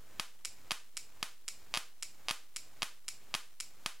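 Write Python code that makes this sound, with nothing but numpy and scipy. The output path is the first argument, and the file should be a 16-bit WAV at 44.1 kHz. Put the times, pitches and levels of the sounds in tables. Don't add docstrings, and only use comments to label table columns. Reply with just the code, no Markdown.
import sys
import numpy as np
from scipy import signal
from scipy.fft import rfft, irfft
from scipy.io import wavfile
from scipy.ndimage import uniform_filter1d, minimum_filter1d

SR = 44100
rng = np.random.default_rng(int(sys.argv[2]) if len(sys.argv) > 2 else 0)


def dump_mix(stems):
    frames = np.atleast_2d(stems).T
    limited = np.clip(frames, -1, 1)
    pcm = np.round(limited * 32767).astype(np.int16)
    wavfile.write(sys.argv[1], SR, pcm)


N = 176400


def amp(db):
    return 10 ** (np.asarray(db) / 20)


def curve(table, hz):
    freqs, values = np.array(table, float).T
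    return np.interp(np.log(np.maximum(hz, 1)), np.log(freqs), values)


def colour(x, table):
    hz = np.fft.rfftfreq(x.shape[-1], 1 / SR)
    return irfft(rfft(x) * amp(curve(table, hz)), x.shape[-1])


def add(out, start_s, x):
    i = int(round(start_s * SR))
    out[i:i + len(x)] += x[:len(out) - i]


def room_tone():
    # (frequency [Hz], relative level [dB])
    floor = [(30, 4.5), (100, -3), (300, -2), (1000, -5.5), (2000, -8), (4000, -13.5), (8000, -17.5),
             (16000, -32)]
    # (frequency [Hz], level [dB])
    whine = [(6857, -86), (13716, -84.5)]
    hum_hz, hum_db = 96.8, -79
    t = np.arange(N) / SR
    tones = sum(amp(db) * np.sqrt(2) * np.sin(2 * np.pi * hz * t) for hz, db in [(hum_hz, hum_db)] + whine)
    noise = colour(rng.standard_normal(N), floor)
    return amp(-69) * noise / noise.std() + tones


def pressure_swing(t, db, decay_s):
    u = np.maximum(t, 0) / decay_s
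    return amp(db) * (u - 1) * np.exp(-u) * (t >= 0)


def ring(t, hz, db, t60_s):
    phase = rng.uniform(0, 2 * np.pi, (len(hz), 1))
    fade = np.exp(-np.log(1000) * np.maximum(t, 0) / t60_s) * (t >= 0)
    return amp(db) @ np.sin(2 * np.pi * hz[:, None] * t + phase) * fade


def scatter(t, spectrum, decay_s):
    fade = np.exp(-np.maximum(t, 0) / decay_s) * (t >= 0)
    x = rng.standard_normal(len(t)) * fade
    for _ in range(3):
        x = irfft(np.exp(1j * np.angle(rfft(x))), len(t)) * fade ** .5
    x = colour(x, spectrum) * (t >= 0) * np.linspace(1, 0, len(t))
    return x * np.linalg.norm(fade) / np.linalg.norm(x)


def sparks():
    # (time [s], sparks [count], level [dB])
    bursts = [(.1974, 1, -1), (.7089, 2, 0), (1.2283, 1, -0.5), (1.7401, 5, 0), (2.2850, 4, -0.5),
              (2.8213, 2, -0.5), (3.3413, 2, 0.5), (3.8612, 1, 1)]
    # (frequency [Hz], level [dB])
    plug_modes = [(220, -13), (650, -7), (1250, -1), (1740, -3), (2210, -4), (2500, -5), (3355, 1),
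                  (4050, 0), (4400, -4), (5420, -2), (6500, -8), (7550, -8), (8350, -8), (10000, -5)]
    # (frequency [Hz], relative level [dB])
    crack_colour = [(200, 14.5), (1000, -39), (3300, 4.5), (6000, -23), (10500, 13), (13000, 4.5),
                    (16000, -38)]
    shock_hz, lead_s, gap_s, knock_lag_s = 2890, .001, .0083, .0018
    fade_db_per_spark, last_accent_db = -2.5, 4.5
    t = np.arange(SR // 20) / SR - lead_s
    u = 2 * np.pi * shock_hz * t - 1
    shock = amp(-12) * u * np.exp((1 - u ** 2) / 2) + pressure_swing(t, db=-30.5, decay_s=.0006)
    after_shock = t - 1 / shock_hz
    hz, db = np.array(plug_modes, float).T
    ringing = amp(-31.5) * ring(after_shock, hz, db, t60_s=.017)
    crack = amp(-37.5) * scatter(after_shock, crack_colour, decay_s=.0025)
    knock = amp(-38.5) * scatter(t - knock_lag_s, crack_colour, decay_s=.0025)
    thump = pressure_swing(t, db=-24, decay_s=.0013)
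    close, impulses = np.zeros(N), np.zeros(N)
    for start, count, level in bursts:
        for k in range(count):
            last = k == count - 1
            when = start + k * gap_s
            gain = amp(level + (0 if last else k * fade_db_per_spark))
            accent = amp(last_accent_db * last)
            spark = shock + accent * (ringing + crack) + last * (knock + thump)
            add(close, when - lead_s, gain * spark)
            add(impulses, when, np.array([gain * accent]))
    return close, impulses


def room(impulses, strength):
    # (frequency [Hz], time to fall 60 dB [s])
    decay_times = [(150, 0.27), (1000, 0.29), (3000, 0.35), (7000, 0.31), (14000, 0.23)]
    build_s, blend_s, full_width_hz = .00083, .019, 20200
    t = np.arange(SR // 2) / SR
    hz = np.fft.rfftfreq(len(t), 1 / SR)
    grain = .6 * np.exp(-t / blend_s)
    echoes = rng.standard_normal((2, len(t))) * np.exp(grain * rng.standard_normal(len(t)))
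    mid, side = rfft(echoes / echoes.std()) * amp(curve(strength, hz))
    stereo = mid + np.array([[1], [-1]]) * side * np.minimum(hz / full_width_hz, 1)
    tail = 0
    for centre_hz, t60 in decay_times:
        band = curve([(f, f == centre_hz) for f, _ in decay_times], hz)
        fade = np.exp(-np.log(1000) * t / t60) * (1 - np.exp(-t / build_s))
        tail = tail + irfft(stereo * band, len(t)) * fade / np.linalg.norm(fade)
    return signal.fftconvolve(impulses[None], tail, axes=1)[:, :N]


def injector():
    # (time [s], level [dB])
    strokes = [(0.449, -1), (.9690, -1), (1.4802, -1), (2.0252, -1), (2.5616, -1.5), (3.0815, -1),
               (3.6015, -0.5)]
    # (frequency [Hz], level on opening [dB], level on closing [dB])
    housing_modes = [(1320, -11, -13), (2260, -5, -3), (2850, -5, -10), (3240, -4, -8), (3900, -7, -11),
                     (4700, -11, -5), (5110, -12, -5), (5430, -1, -3), (5970, -6, -6), (7000, -2, -1),
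                     (7700, -2, -4), (8180, -1, -5), (9850, -8, -2), (11400, -15, -9)]
    # (frequency [Hz], relative level [dB])
    tick_colour = [(200, -11), (800, -16.5), (2200, -6), (3600, -5.5), (7000, -1), (10000, 1.5),
                   (13000, -20), (16000, -30)]
    open_s, rise_s = .0053, .00012
    t = np.arange(SR // 20) / SR
    hz, opening_db, closing_db = np.array(housing_modes, float).T
    close, impulses = np.zeros(N), np.zeros(N)
    for lag, db in ((0, opening_db), (open_s, closing_db)):
        ringing = amp(-34) * ring(t, hz, db, t60_s=.012)
        tick = amp(-35) * scatter(t, tick_colour, decay_s=.0014)
        blow = (ringing + tick) * (1 - np.exp(-t / rise_s))
        for start, level in strokes:
            add(close, start + lag, amp(level) * blow)
            add(impulses, start + lag, amp([level]))
    return close, impulses


def scene():
    # (frequency [Hz], level [dB])
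    spark_room = [(80, -45), (250, -18.5), (600, -12), (1200, -6.5), (2000, -7), (3300, -8), (5000, -11),
                  (7000, -12.5), (10500, -14.5), (15000, -26.5)]
    # (frequency [Hz], level [dB])
    injector_room = [(300, -73.5), (1300, -27.5), (1800, -31), (2250, -14.5), (3400, -22.5), (5300, -13),
                     (6200, -20), (7600, -11.5), (8800, -22.5), (11000, -20.5), (13500, -34.5)]
    port_lag_s = .000015
    snaps, shocks = sparks()
    clicks, blows = injector()
    port_phase = np.pi * np.fft.rfftfreq(N, 1 / SR) * port_lag_s * np.array([[-1], [1]])
    direct = irfft(rfft(snaps + clicks) * np.exp(1j * port_phase), N)
    return direct + room(shocks, spark_room) + room(blows, injector_room) + room_tone()


def record(dry):
    reference_db, start_db, held_fall_db_per_s, squeeze = -16.5, -23.5, 34.5, .79
    fall_db = held_fall_db_per_s * np.arange(N) / SR
    peak_db = 20 * np.log10(np.abs(dry).max(axis=0) + 1e-9)
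    held_db = np.maximum(np.maximum.accumulate(peak_db + fall_db), start_db) - fall_db
    gain_db = minimum_filter1d(squeeze * (reference_db - held_db), size=89)
    x = dry * amp(uniform_filter1d(gain_db, size=45))
    mid = x.mean(axis=0)
    dead_zone, step_height, step_depth, step_width = amp(-61), amp(-60.5), amp(-62.5), amp(-107)
    x = x - .99 * dead_zone * np.tanh(mid / dead_zone)
    x = x + step_height / 2 * (np.tanh((mid + step_depth) / step_width) - 1)
    hiss = amp(-67) * rng.standard_normal(x.shape)
    low_pass = signal.ellip(8, .2, 70, 16000, fs=SR, output="sos")
    return signal.sosfilt(low_pass, x + hiss) + .0056


dry = scene()
out = record(dry)
dump_mix(out)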